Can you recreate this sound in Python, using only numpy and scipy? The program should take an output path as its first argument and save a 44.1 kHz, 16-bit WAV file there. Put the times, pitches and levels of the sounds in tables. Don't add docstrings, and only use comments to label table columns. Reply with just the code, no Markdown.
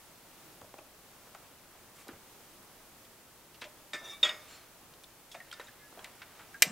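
import sys
import numpy as np
from scipy import signal
from scipy.fft import rfft, irfft, next_fast_len
from scipy.io import wavfile

SR = 44100
rng = np.random.default_rng(int(sys.argv[2]) if len(sys.argv) > 2 else 0)


def waveform_to_disk(signal):
    frames = np.transpose(np.atleast_2d(signal))
    scaled = np.clip(frames, -1, 1) * 32767
    samples = np.round(scaled).astype(np.int16)
    wavfile.write(sys.argv[1], SR, samples)


N = 295911
TIME = np.arange(N) / SR
AGE = TIME[:SR]

# (pitch [Hz], level struck on the base [dB], level struck on the rim [dB], t60 [s])
POT_MODES = [(604, -11, -20, .15), (990, -22, -22, .13), (1211, -22, -29, .7), (1315, -10, -18, .13),
             (1777, -4, -32, .5), (1900, -18, -17, .36), (2148, -12, -29, .42), (2246, -19, -27, .45),
             (2345, -10, -22, .1), (2690, -12, -15, .1), (2778, -17, -21, .16), (2989, -25, -16, .15),
             (3359, -15, -9, .15), (3440, -5, -1, .05), (3605, -2, -8, .07), (3662, 1, -2, .09),
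             (3720, -3, -19, .08), (4664, -21, -25, .25), (5087, -20, -26, .38), (5870, -10, -33, .1),
             (6663, -25, -24, .3), (6990, -13, -33, .11), (8130, -15, -35, .1), (8590, -15, -32, .14)]
# (frequency [Hz], relative level [dB])
POT_WALL = [(80, -22), (280, 7), (600, 6.5), (900, 0.5), (1300, 5), (2500, 7.5), (3100, -6), (4100, -5),
            (4700, -1), (6200, -6), (8400, -0.5), (9800, -28), (13000, -5), (16000, -20)]
# (time [s], ring level [dB], place [0 base to 1 rim], clatter level [dB],
# clatter centre [Hz], clatter t60 [s])
POT_BLOWS = [(3.933, -32, 0.08, -35.5, 2520, 0.15), (3.948, -54, 0.8, -50, 5000, .06),
             (4.2305, -17, 1, -29, 2700, 0.084), (4.251, -38, 1, -32, 1900, 0.25),
             (4.292, -30, 1, -41, 3170, 0.037), (5.345, -52, 0, -46.5, 1390, 0.13),
             (5.527, -45.5, 0.18, -45, 5340, 0.056)]
# (time [s], hold [s], level [dB])
PUSHES = [(3.953, .005, -54), (4.023, .075, -48)]
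# (time [s], length [s], level [dB], starting pitch [Hz])
SKIDS = [(4.2294, 0.0086, -17.5, 3677), (4.237, 0.033, -34, 3454), (4.2906, 0.007, -30, 3705)]
# (time [s], splinter level [dB], ring level [dB], splinter t60 [s])
CRACKS = [(6.6213, -21, -40, 0.012), (6.6219, -11, -16.5, 0.034), (6.6244, -26.5, -34, 0.11)]
# (pitch [Hz], relative level [dB], t60 [s])
CRACK_MODES = [(1705, -7, .05), (2010, 0, .042), (2403, 1, .045), (2805, -6, .045), (3120, -7, .055),
               (3750, -4, .05), (4045, -7, .04), (5020, 1, .028), (5260, -1, .02), (5633, -1, .032),
               (6013, -8, .05), (7510, -2, .038), (8090, -6, .025), (8485, -4, .036), (8756, -9, .04),
               (12450, -4, .02), (13080, -4, .018)]
# (frequency [Hz], relative level [dB])
SPLINTER_SPECTRUM = [(60, -27), (300, -17), (600, -8.5), (1100, -14.5), (1500, -3.5), (2200, 8), (3300, -1),
                     (4500, 2), (5300, -4), (6700, -1), (7700, 2), (10400, -7.5), (12800, -1.5),
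                     (16000, -17)]
# (time [s], level [dB], pitch [Hz], t60 [s])
CLINKS = [(.787, -49, 2580, .03), (2.081, -43, 12400, 0.0084), (3.614, -44, 3920, 0.02),
          (3.644, -46, 604, 0.16), (4.249, -35, 7030, .035), (4.293, -34, 2900, 0.034),
          (5.041, -45.5, 3540, 0.024), (5.315, -47, 3370, 0.1), (5.348, -41, 674, 0.11),
          (5.35, -51, 1870, .08), (5.402, -45, 1857, 0.11), (5.514, -38, 3180, 0.025),
          (5.526, -38, 1410, .037), (5.529, -49.5, 5020, 0.087), (5.539, -45, 3680, 0.026),
          (5.601, -44, 1810, 0.07), (5.601, -51, 3870, 0.069), (5.644, -56, 7100, 0.064),
          (5.67, -52.5, 3740, 0.057), (5.683, -45, 1700, 0.045), (5.991, -48.5, 3320, .041),
          (6.543, -43, 1622, 0.087)]
# (time [s], body level [dB], pitch [Hz], t60 [s], tick level [dB])
KNOCKS = [(0.6142, -45.5, 490, 0.05, -52), (.643, -51, 646, .05, -60), (0.74, -40.5, 634, 0.031, -60),
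          (0.784, -45.5, 616, 0.05, -54), (1.27, -52, 600, 0.044, -64), (1.348, -45, 930, 0.066, -50),
          (2.07, -51.5, 546, 0.1, -59), (2.082, -48, 5000, 0.014, -50), (2.087, -45.5, 1300, 0.097, -62),
          (3.05, -55, 2700, .03, -57), (3.544, -54.5, 2740, 0.095, -67), (3.618, -37.5, 1950, 0.081, -57),
          (3.64, -45, 2440, 0.11, -68), (4.938, -52, 2950, 0.029, -75), (5.036, -58, 6000, .025, -49),
          (5.316, -53.5, 6000, 0.21, -50), (5.5973, -36, 710, 0.026, -51), (5.613, -47, 1500, 0.052, -53),
          (5.926, -50, 496, 0.038, -64), (5.974, -46, 500, 0.11, -62), (5.993, -48.5, 1610, 0.033, -64),
          (6.044, -43, 2070, 0.1, -40.5), (6.218, -42, 1640, 0.075, -64), (6.393, -50, 1420, 0.18, -55)]
# (time [s], level [dB], pitch [Hz])
THUDS = [(0.619, -53, 130), (2.089, -43.5, 302), (2.128, -50, 105), (3.622, -49.5, 420), (3.94, -47.5, 280),
         (6.632, -41.5, 560), (6.665, -40, 170), (6.7, -39.5, 240)]
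# (middle time [s], length [s], level [dB], centre [Hz])
RUSTLES = [(1.35, 0.52, -68, 900), (1.76, 0.11, -65.5, 990), (2.0, 0.058, -59, 1460),
           (2.0, 0.069, -60.5, 7850), (2.115, 0.08, -59, 900), (4.06, 0.089, -55.5, 560),
           (4.53, 0.17, -57.5, 1490), (4.53, 0.11, -61, 4500), (5.602, 0.29, -61.5, 1790),
           (6.024, 0.12, -59.5, 880), (6.321, 0.46, -62, 1440)]
# (middle time [s], length [s], level [dB], pitch [Hz])
SQUEALS = [(4.055, 0.02, -55, 5860), (4.095, 0.022, -60, 6990), (4.112, 0.034, -58, 5240),
           (4.137, 0.056, -56, 2290), (4.138, 0.021, -55.5, 1150), (4.53, 0.055, -61, 7330),
           (4.55, 0.12, -63.5, 4250), (5.815, 0.037, -63.5, 2090), (5.86, 0.061, -60.5, 1687)]
# (frequency [Hz], relative level [dB])
SCATTER_SPECTRUM = [(100, 1), (500, 12.5), (1200, 11.5), (2200, -2.5), (3700, -2.5), (5500, -3.5),
                    (8000, -3.5), (14000, -18)]
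# (frequency [Hz], relative level [dB])
HUSH_SPECTRUM = [(12, -17), (20, -3), (38, -5.5), (153, -2.5), (219, -3.5), (252, -3.5), (352, -2),
                 (416, -4), (857, -5), (985, -6), (1300, -7), (1580, -9.5), (4430, -14.5), (12800, -15.5),
                 (15500, -15.5)]
# (frequency [Hz], side minus mid [dB])
HUSH_SIDE = [(60, -8), (110, -10), (200, -11), (380, -11.5), (700, -11), (1290, -10.5), (2380, -5),
             (4400, -2), (8120, -2), (15000, -2)]


def pot(base_damping_per_s=3.8):
    out = np.zeros(N)
    for s, ring_db, place, clatter_db, hz, t60 in POT_BLOWS:
        ring = pot_ring(place) * np.exp(-base_damping_per_s * (1 - place) * AGE)
        add(out, s, undb(ring_db) * ring + undb(clatter_db) * clatter(hz, t60))
    return out


def pot_ring(place, rise_s=0.0036):
    ring = sum(undb(base_db + place * (rim_db - base_db)) * fade(t60) * np.sin(2 * np.pi * hz * AGE)
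               for hz, base_db, rim_db, t60 in POT_MODES)
    return ring * (1 - np.exp(-AGE / rise_s))


def clatter(hz, t60, spread=1.65):
    wall = colour(rng.standard_normal(SR), POT_WALL)
    return unit(band(wall, hz, spread * hz)) * fade(t60)


def slide(mode_width_hz=100, grind_db=-12, attack_s=0.038, release_s=0.031):
    slips = band(rng.standard_normal(N), hz=3830, width_hz=7900)
    ring = sum(undb(base_db) * steep_band(slips, hz, mode_width_hz) for hz, base_db, _, _ in POT_MODES)
    push = np.zeros(N)
    for s, hold, db in PUSHES:
        build = np.minimum(AGE / attack_s, 1)
        let_go = np.exp(-np.maximum(AGE - attack_s - hold, 0) / release_s)
        add(push, s, undb(db) * build * let_go)
    return push * (unit(ring) + undb(grind_db) * unit(slips))


def skids(sag_hz_per_s=5100, wobble_turns=0.037, attack_s=0.00098, release_s=0.0024):
    out = np.zeros(N)
    for s, length, db, hz in SKIDS:
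        grip = (1 - np.exp(-AGE / attack_s)) * np.exp(-np.maximum(AGE - length, 0) / release_s)
        turns = np.cumsum(hz - sag_hz_per_s * AGE) / SR + wobble_turns * wander(AGE, points=400)
        add(out, s, undb(db) * grip * np.sqrt(2) * np.sin(2 * np.pi * turns))
    return out


def crack(low_cut_hz=330):
    out = np.zeros(N)
    ring = sum((-1) ** k * undb(db) * fade(t60) * np.sin(2 * np.pi * hz * AGE)
               for k, (hz, db, t60) in enumerate(CRACK_MODES))
    for s, splinter_db, ring_db, t60 in CRACKS:
        splinter = unit(colour(rng.standard_normal(SR), SPLINTER_SPECTRUM)) * fade(t60)
        add(out, s, undb(splinter_db) * splinter + undb(ring_db) * ring)
    return signal.sosfilt(signal.butter(1, low_cut_hz, "high", fs=SR, output="sos"), out)


def clinks(tick_db=-11):
    out = np.zeros(N)
    for s, db, hz, t60 in CLINKS:
        add(out, s, undb(db) * (body(hz, t60, spread=0.38) + undb(tick_db) * tick()))
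    return out


def knocks():
    out = np.zeros(N)
    for s, db, hz, t60, tick_db in KNOCKS:
        add(out, s, undb(db) * body(hz, t60, spread=1.14) + undb(tick_db) * tick())
    return out


def thuds():
    out = np.zeros(N)
    for s, db, hz in THUDS:
        add(out, s, undb(db) * body(hz, t60=0.1, spread=0.81))
    return out


def body(hz, t60, spread, crowded_spread=0.69):
    clear_share = np.exp(-(spread / crowded_spread) ** 2)
    mode = np.sqrt(2) * np.sin(2 * np.pi * hz * AGE) * fade(t60) * (1 - np.exp(-AGE * hz / 2))
    return np.sqrt(clear_share) * mode + np.sqrt(1 - clear_share) * crowded_modes(hz, spread * hz, t60)


def tick():
    return crowded_modes(hz=4500, width_hz=10000, t60=0.02)


def crowded_modes(hz, width_hz, t60):
    decay = fade(t60)
    ring = steep_band(rng.standard_normal(SR) * decay + 1e-18, hz, width_hz)
    return unit(ring) * rms(decay)


def rubs(strokes, width_at, grain_db):
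    out = np.zeros(N)
    for middle, length, db, hz in strokes:
        grain = undb(grain_db * wander(AGE, points=200))
        swell = np.exp(-2 * ((AGE - 0.5) / length) ** 2)
        rub = steep_band(rng.standard_normal(SR) * grain, hz, width_at(hz)) * swell
        add(out, middle - 0.5, undb(db) * unit(rub) * rms(swell))
    return out


def taps(per_s=2, level_db=-64, centre_hz=1400, range_octaves=0.59):
    out = np.zeros(N)
    for when, height in rng.random((int(per_s * N / SR), 2)):
        hz = centre_hz * 2 ** (range_octaves * (2 * height - 1))
        add(out, when * N / SR, undb(level_db) * body(hz, t60=0.049, spread=1.14))
    return out


def clearing(x, t60=0.49, build_s=0.0076):
    tail = colour(rng.standard_normal(SR), SCATTER_SPECTRUM) * fade(t60) * (1 - np.exp(-AGE / build_s))
    return signal.fftconvolve(x, tail / np.sqrt(np.sum(tail ** 2)))[:N]


def hush(level_db=-57, waver_db=0.76):
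    mid, side = (unit(colour(rng.standard_normal(N), HUSH_SPECTRUM)) for _ in range(2))
    gain = undb(level_db + waver_db * wander(TIME, points=30))
    return gain * mid, gain * colour(side, HUSH_SIDE)


def undb(db):
    return 10 ** (np.asarray(db) / 20)


def rms(x):
    return np.sqrt(np.mean(x ** 2))


def unit(x):
    return x / rms(x)


def fade(t60):
    return np.exp(-np.log(1000) * AGE / max(t60, 1e-3))


def wander(time, points):
    return np.interp(time, np.linspace(0, time[-1], points), rng.standard_normal(points))


def add(track, s, sound):
    start = min(int(s * SR), N)
    track[start:start + len(sound)] += sound[:N - start]


def band(x, hz, width_hz):
    angle = 2 * np.pi * min(hz, SR / 2 - 1000) / SR
    damping = np.sin(angle) * width_hz / hz / 2
    return signal.lfilter([damping, 0, -damping], [1 + damping, -2 * np.cos(angle), 1 - damping], x)


def steep_band(x, hz, width_hz):
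    return band(band(x, hz, width_hz), hz, width_hz)


def colour(x, curve):
    hz, db = np.transpose(curve)
    size = next_fast_len(len(x))
    bin_hz = np.maximum(np.fft.rfftfreq(size, 1 / SR), 1)
    gain = undb(np.interp(np.log(bin_hz), np.log(hz), db))
    return irfft(rfft(x, size) * gain, size)[:len(x)]


def scene(scatter_mid_db=-19, scatter_side_db=-35):
    rustles = rubs(RUSTLES, width_at=lambda hz: 2 * hz, grain_db=2.0)
    squeals = rubs(SQUEALS, width_at=lambda hz: 35 * (hz / 2000) ** 2, grain_db=-1.5)
    friction = slide() + skids() + rustles + squeals
    handling = pot() + friction + knocks() + clinks() + thuds() + crack() + taps()
    hush_mid, hush_side = hush()
    mid = handling + undb(scatter_mid_db) * clearing(handling) + hush_mid
    side = undb(scatter_side_db) * clearing(handling) + hush_side
    return np.array([mid + side, mid - side])


def record(dry, ceiling=0.95, top_hz=15700):
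    rounded = dry / (1 + (dry / ceiling) ** 4) ** 0.25
    return signal.sosfilt(signal.ellip(10, 0.1, 75, top_hz, fs=SR, output="sos"), rounded)


dry = scene()
out = record(dry)
waveform_to_disk(out)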